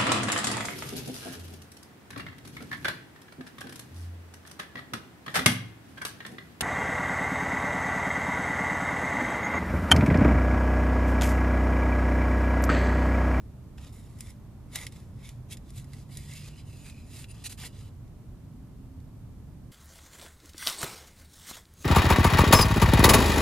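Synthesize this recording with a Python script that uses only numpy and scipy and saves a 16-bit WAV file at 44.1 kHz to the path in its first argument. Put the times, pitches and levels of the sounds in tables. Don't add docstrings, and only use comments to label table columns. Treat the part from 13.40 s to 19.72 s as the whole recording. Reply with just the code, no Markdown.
import sys
import numpy as np
from scipy import signal
from scipy.fft import rfft, irfft, next_fast_len
from scipy.io import wavfile
from scipy.ndimage import uniform_filter1d, map_coordinates

SR = 44100
rng = np.random.default_rng(int(sys.argv[2]) if len(sys.argv) > 2 else 0)


def generate_wav(sig):
    pcm = np.round(np.clip(np.atleast_2d(sig).T, -1, 1) * 32767).astype(np.int16)
    wavfile.write(sys.argv[1], SR, pcm)


N = 278561

# centre in Hz, width in Hz, lift in dB.
FIXED_MODES = [(453, 48, 5.5), (760, 69, -3), (1220, 110, 3.5), (1953, 150, 4), (3480, 140, 4),
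               (3927, 81, 5.5), (5010, 83, 3.5), (7240, 170, -3), (7700, 100, 2.5), (10100, 100, 1.5),
               (11900, 150, 5)]
# frequency in Hz, coherence from 0 to 1.
NEAR_COHERENCE = [(400, 0.9), (1400, 1), (2600, 1), (4500, 0.69), (9000, 0.75), (14000, 0.92)]
RING_WIDTH_HZ = 350


def amp(db):
    return 10 ** (np.asarray(db) / 20)


def unit(x):
    return x / np.sqrt(np.mean(x ** 2) + 1e-20)


def along(points, hz):
    f, v = np.transpose(points)
    return np.interp(np.log(hz + 1), np.log(f + 1), v)


def curves(rows):
    s, *cols = np.transpose(rows)
    return [np.interp(np.arange(N) / SR, s, c) for c in cols]


def during(start_s, end_s, fade_s=0.0056):
    t = np.arange(N) / SR
    return np.clip(.5 + np.minimum(t - start_s, end_s - t) / fade_s, 0, 1)


def wobble(rate_hz):
    knots = rng.standard_normal(int(N * rate_hz / SR) + 4)
    return map_coordinates(knots, [np.arange(N) * rate_hz / SR])


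def filtered(x, response):
    n = x.shape[-1]
    m = 2 * next_fast_len(n // 2 + 4096)
    return irfft(rfft(x, m) * response(np.fft.rfftfreq(m, 1 / SR)), m)[..., :n]


def causal(db):
    cepstrum = irfft(np.log(amp(db)))
    half = len(cepstrum) // 2
    return np.exp(rfft(np.r_[cepstrum[0], 2 * cepstrum[1:half]], 2 * half))


def lift(modes, hz):
    return sum(db / (1 + (2 * (hz - centre) / width) ** 2) for centre, width, db in modes)


def noise_pair(n, coherence):
    def mid_side_gains(hz):
        angle = np.arccos(np.clip(along(coherence, hz), -1, 1)) / 2
        return np.array([np.cos(angle), np.sin(angle)])

    mid, side = filtered(rng.standard_normal((2, n)), mid_side_gains)
    return np.array([mid + side, mid - side])


def background(rumble_db=-44.5, swell_db=-0.13, hiss_db=-67):
    # frequency in Hz, density in dB per Hz.
    rumble_spectrum = [(12, -26), (22, -9.5), (38, -4.5), (60, -1.5), (120, -0.5), (160, -7), (195, -10),
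                       (240, -10.5), (310, -18), (420, -26.5), (700, -36.5), (2000, -73)]
    # frequency in Hz, density in dB per Hz.
    air_spectrum = [(150, -17), (400, 5.5), (500, -2.5), (580, 3.5), (700, -0.5), (1050, -1.5),
                    (1500, -9.5), (2200, -15), (5000, -36)]
    # frequency in Hz, density in dB per Hz.
    hiss_spectrum = [(300, 12.5), (1500, 5.5), (3000, 4), (5000, 2.1), (9000, 1.5), (13000, 1), (15000, -2)]
    # time in seconds, level in dB.
    air_level = [(0, -64.5), (1.2, -64), (2.2, -64), (4, -65.5), (5, -66), (6.3, -66)]
    # frequency in Hz, coherence from 0 to 1.
    far_coherence = [(60, 0.93), (150, 0.97), (300, 0.71), (700, 0.75), (1400, 1), (4000, 0.94)]
    rumble = unit(filtered(noise_pair(N, far_coherence), lambda hz: amp(along(rumble_spectrum, hz))))
    air = unit(filtered(noise_pair(N, far_coherence), lambda hz: amp(along(air_spectrum, hz))))
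    hiss = unit(filtered(rng.standard_normal((2, N)), lambda hz: amp(along(hiss_spectrum, hz))))
    rumble *= amp(rumble_db + swell_db * wobble(3.81))
    air *= amp(curves(air_level)[0])
    return rumble + air + hiss * amp(hiss_db)


def drone(rows, waver_hz=0.95, waver_db=-1.5, trim_db=-2.0):
    pitch_hz, level_db = curves(rows)
    phase = 2 * np.pi * np.cumsum(pitch_hz + waver_hz * wobble(12)) / SR
    gain = amp(level_db + trim_db + waver_db * wobble(7))
    return during(rows[0][0], rows[-1][0]) * gain * np.sqrt(2) * np.sin(phase)


def fire(t60_s=0.008, trim_db=-6):
    # start in seconds, relative level in dB.
    pops = [(4.679, -53), (5.603, -48), (6.07, -58)]
    t = np.arange(SR // 20) / SR
    out = np.zeros((2, N + SR))
    for start_s, level_db in pops:
        decay = amp(level_db + trim_db - 60 * t / t60_s)
        out[:, round(start_s * SR):][:, :len(t)] += decay * noise_pair(len(t), NEAR_COHERENCE)
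    return out[:, :N]


def knocks(attack_s=.0004, scatter_db=1, trim_db=-1):
    # start in seconds, relative level in dB.
    bumps = [(0.382, -48), (1.359, -46.5), (4.2365, -37.5)]
    # frequency in Hz, relative level in dB, T60 in seconds.
    griddle_modes = [(474, -15, 0.064), (753, -4.5, 0.053), (1210, -23, 0.051), (1600, -1, 0.019),
                     (1800, -3.5, 0.031)]
    t = np.arange(SR // 6) / SR
    out = np.zeros(N + SR)
    for start_s, level_db in bumps:
        ring = np.zeros(len(t))
        for hz, mode_db, t60_s in griddle_modes:
            decay = amp(mode_db + scatter_db * rng.standard_normal() - 60 * t / t60_s)
            ring += decay * np.sin(2 * np.pi * hz * t)
        ring *= 1 - np.exp(-t / attack_s)
        out[round(start_s * SR):][:len(t)] += amp(level_db + trim_db) * ring
    return out[:N]


def squeaks(width_hz=170):
    # start in seconds, end in seconds, centre in Hz, level in dB.
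    skids = [(3.893, 3.92, 9500, -53)]
    out = np.zeros((2, N))
    for start_s, end_s, centre_hz, level_db in skids:
        noise = noise_pair(N, NEAR_COHERENCE)
        tone = unit(filtered(noise, lambda hz: 1 / (1 + 2j * (hz - centre_hz) / width_hz) ** 2))
        out += during(start_s, end_s) * amp(level_db) * tone
    return out


def ring_hz(s):
    # time in seconds, frequency in Hz.
    ring_path = [(0.47, 2660), (0.53, 2070), (1.45, 2110), (1.85, 2170), (2.12, 2720), (2.3, 1990),
                 (2.92, 1970), (2.97, 2660), (3.09, 2510), (3.18, 2980), (3.49, 2460), (3.8, 2630),
                 (3.97, 2800), (4.5, 2900)]
    return np.interp(s, *np.transpose(ring_path))


def blade_modes(s, ring_db, upper_share=0.35, scatter=0.0092):
    # Hz at the rim of the bread, Hz when deep under it, width in Hz, lift when damped in dB.
    upper_modes = [(3690, 4064, 130, 3.5), (5220, 4910, 176, 5), (7080, 7080, 400, 4.5),
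                   (10100, 9280, 350, 3.5)]
    slide_start_s, slide_end_s = 2, 2.65
    depth = np.interp(s, [slide_start_s, slide_end_s], [0, 1])
    modes = []
    for rim_hz, deep_hz, width_hz, damped_db in upper_modes:
        seating = 1 + scatter * rng.standard_normal()
        centre_hz = (rim_hz + depth * (deep_hz - rim_hz)) * seating
        modes.append((centre_hz, width_hz, damped_db + upper_share * ring_db))
    return modes


def gliding_ring(x, start_s, ring_db, patchy_db=2.5, size=512, frames=256):
    hz, t, z = signal.stft(x, SR, nperseg=size)
    patches = uniform_filter1d(rng.standard_normal((len(hz), frames)), size=2, axis=0)
    patches = unit(uniform_filter1d(patches, size=12, axis=1))
    resonance_db = lift([(ring_hz(start_s + t), RING_WIDTH_HZ, ring_db)], hz[:, None])
    gain = amp(resonance_db + patchy_db * patches[:, :len(t)])
    return signal.istft(z * gain, SR, nperseg=size)[1][:, :x.shape[1]]


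def catches(rise_s=0.00093, t60_s=0.014, tail_db=-20, tail_t60_s=0.09, ring_db=8.5, trim_db=-6):
    # start in seconds, relative level in dB, woody low-end lift in dB.
    snaps = [(0.3815, -38, 6), (0.7871, -39, -8), (0.8062, -21.3, -7.5), (0.8693, -39, 4),
             (0.9038, -36.5, -9), (1.3567, -13, -2.5), (1.387, -28, 4), (1.4661, -20.5, 4),
             (1.5224, -37, -1), (1.8899, -29.5, 2), (2.17, -33, 3), (2.304, -35.5, -8), (2.4427, -41, 0),
             (2.5333, -33, 4), (2.7709, -23.5, -5.5), (2.9352, -32, -8), (3.497, -34, 4),
             (3.8206, -33.5, -5), (3.842, -29.5, 9), (4.2678, -32, -12)]
    # frequency in Hz, density in dB per Hz.
    snap_spectrum = [(100, -65), (400, -10), (1350, -10), (2050, 1.5), (4000, 1), (8000, 1), (11000, 2.5),
                     (15000, -13)]
    t = np.arange(SR // 10) / SR
    shape = (1 - np.exp(-t / rise_s)) * (amp(-60 * t / t60_s) + amp(tail_db - 60 * t / tail_t60_s))
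    out = np.zeros((2, N + SR))
    for start_s, level_db, woody_db in snaps:
        main_mode = (ring_hz(start_s), RING_WIDTH_HZ, ring_db)
        modes = [main_mode] + blade_modes(start_s, ring_db) + list(FIXED_MODES)
        contact = [(3000, woody_db), (7000, 0)]
        burst = noise_pair(len(t), NEAR_COHERENCE) * shape
        snap = filtered(burst, lambda hz: causal(
            along(snap_spectrum, hz) + along(contact, hz) + lift(modes, hz)))
        snap *= np.linalg.norm(shape) / np.linalg.norm(snap[0])
        out[:, round(start_s * SR):][:, :len(t)] += amp(level_db + trim_db) * snap
    return out[:, :N]


def scrapes(grit_db=2.0, judder_db=1.2, fade_db=20.5, trim_db=0.58):
    # grip time in seconds, hold in seconds, relative level in dB, swell over the hold in dB,
    # attack in seconds, release in seconds, brightness in dB, low body in dB, ring in dB.
    pushes = [(0.377, 0.1, -58.5, 7, .006, 0.053, -2.5, 7, 5), (0.531, .06, -60, -2, .025, .15, 7, 3, 3),
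              (0.64, 0.16, -66.5, -1, 0.11, 0.046, 3, 5, 10),
              (0.796, 0.11, -58.5, 1.5, 0.034, 0.061, 4.5, -2, 9),
              (1.353, 0.097, -45, -6.5, 0.037, 0.043, 1.5, 3.5, 9.5),
              (1.521, 0.052, -59, 2.5, .015, 0.13, 1, 6, 5), (1.857, .02, -54.5, -2, 0.092, .1, -1, -5, 7),
              (2.115, 0.015, -41, 0.5, 0.018, 0.024, 3, -8.5, 4.5),
              (2.276, 0.021, -64, 9, 0.12, 0.026, -1, -7, -12),
              (2.37, .012, -50.5, 1, 0.052, 0.064, 4, -9, 3),
              (2.528, 0.065, -61, 2.5, 0.11, 0.11, 1, -10, 1),
              (2.721, 0.15, -55, -3.5, 0.041, 0.093, 3, -9, 8.5),
              (2.896, .075, -49.5, 4, 0.071, 0.1, 1, -5, 8),
              (3.014, .07, -53.5, 5.5, 0.088, 0.057, -1, 1, 9),
              (3.169, 0.029, -56.5, 2.5, .1, .05, -3.5, -6, 14.5),
              (3.274, .16, -59, 3, 0.046, 0.047, 2.5, -7, 11),
              (3.46, 0.044, -52.5, -0.5, 0.052, 0.03, 2, 2.5, 17),
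              (3.528, 0.081, -61, 0, 0.061, .1, -1, 3, 16),
              (3.748, 0.065, -49.5, 1, 0.12, 0.047, 4, -1, 9.5),
              (3.897, .017, -54.5, 6, .04, .02, 4, -4, 19),
              (3.945, 0.095, -59.3, 0, 0.039, .03, -0.5, 6.5, 7),
              (4.042, 0.0255, -39, 6.5, 0.0045, 0.022, 3, -6, 4),
              (4.097, 0.03, -45, -2, 0.0066, 0.029, 3.5, -3, 0),
              (4.178, 0.088, -46, 6.5, 0.0062, 0.027, 2.5, -0.5, 6.5),
              (4.368, 0.12, -60.5, -7.5, 0.096, .03, -1, 3, 8)]
    # frequency in Hz, density in dB per Hz.
    friction_spectrum = [(100, -21), (350, -1.5), (750, 0), (1100, -3), (1450, -3), (2100, 2), (3500, 2.5),
                         (6000, 0.5), (9500, 0.5), (12500, -2.5), (14000, -12), (15500, -47)]
    flicker = unit(amp(grit_db * wobble(1100) + judder_db * wobble(110)))
    slips = noise_pair(N, NEAR_COHERENCE) * flicker
    out = np.zeros((2, N))
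    for grip_s, hold_s, level_db, swell_db, attack_s, release_s, bright_db, body_db, ring_db in pushes:
        first = max(0, round((grip_s - 2 * attack_s) * SR))
        last = min(N, round((grip_s + hold_s + 2 * release_s) * SR))
        t = np.arange(first, last) / SR - grip_s
        slack = np.maximum(-t / attack_s, 0) + np.maximum((t - hold_s) / release_s, 0)
        force_db = level_db + swell_db * (np.clip(t / hold_s, 0, 1) - .5) - fade_db * slack
        contact = [(1200, body_db), (1900, 0), (5000, 0), (10000, bright_db)]
        modes = blade_modes(grip_s, ring_db) + list(FIXED_MODES)
        crust = np.roll(slips, rng.integers(N), axis=1)[:, first:last]
        rasp = filtered(crust, lambda hz: causal(
            along(friction_spectrum, hz) + along(contact, hz) + lift(modes, hz)))
        rasp = unit(gliding_ring(rasp, first / SR, ring_db))
        out[:, first:last] += amp(force_db + trim_db) * rasp
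    return out


def walls(x, echo_db=-15.5, nearest_s=0.00155, farthest_s=.011, count=9):
    delays_s = rng.uniform(nearest_s, farthest_s, (count, 2, 1))

    def response(hz):
        echoes = sum(np.exp(-2j * np.pi * hz * delay) for delay in delays_s) / np.sqrt(count)
        return (1 + amp(echo_db) * echoes) / np.hypot(1, amp(echo_db))

    return filtered(x, response)


def scene(lead_us=24):
    # time in seconds, pitch in Hz, relative level in dB.
    climbing = [(1.3, 113.6, -63), (1.75, 118.8, -53), (2.12, 123.5, -47), (2.6, 136.7, -48),
                (2.85, 142.5, -49), (3.15, 147.3, -47.5), (3.32, 145, -86)]
    # time in seconds, pitch in Hz, relative level in dB.
    cruising = [(4.85, 264, -68), (5.05, 262, -58), (5.42, 263.3, -59.5), (5.56, 262.2, -50.5),
                (5.7, 262.5, -60), (5.9, 260, -87)]
    hearth = walls(scrapes() + squeaks() + catches() + knocks() + fire())
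    ear_sign = np.array([[1], [-1]])
    hearth = filtered(hearth, lambda hz: np.exp(1j * np.pi * hz * lead_us / 1e6 * ear_sign))
    return hearth + background() + drone(climbing) + drone(cruising)


def record(dry, balance_db=0.63, top_hz=15100):
    return filtered(dry * amp([[-balance_db], [balance_db]]), lambda hz: hz < top_hz)


dry = scene()
out = record(dry)
generate_wav(out)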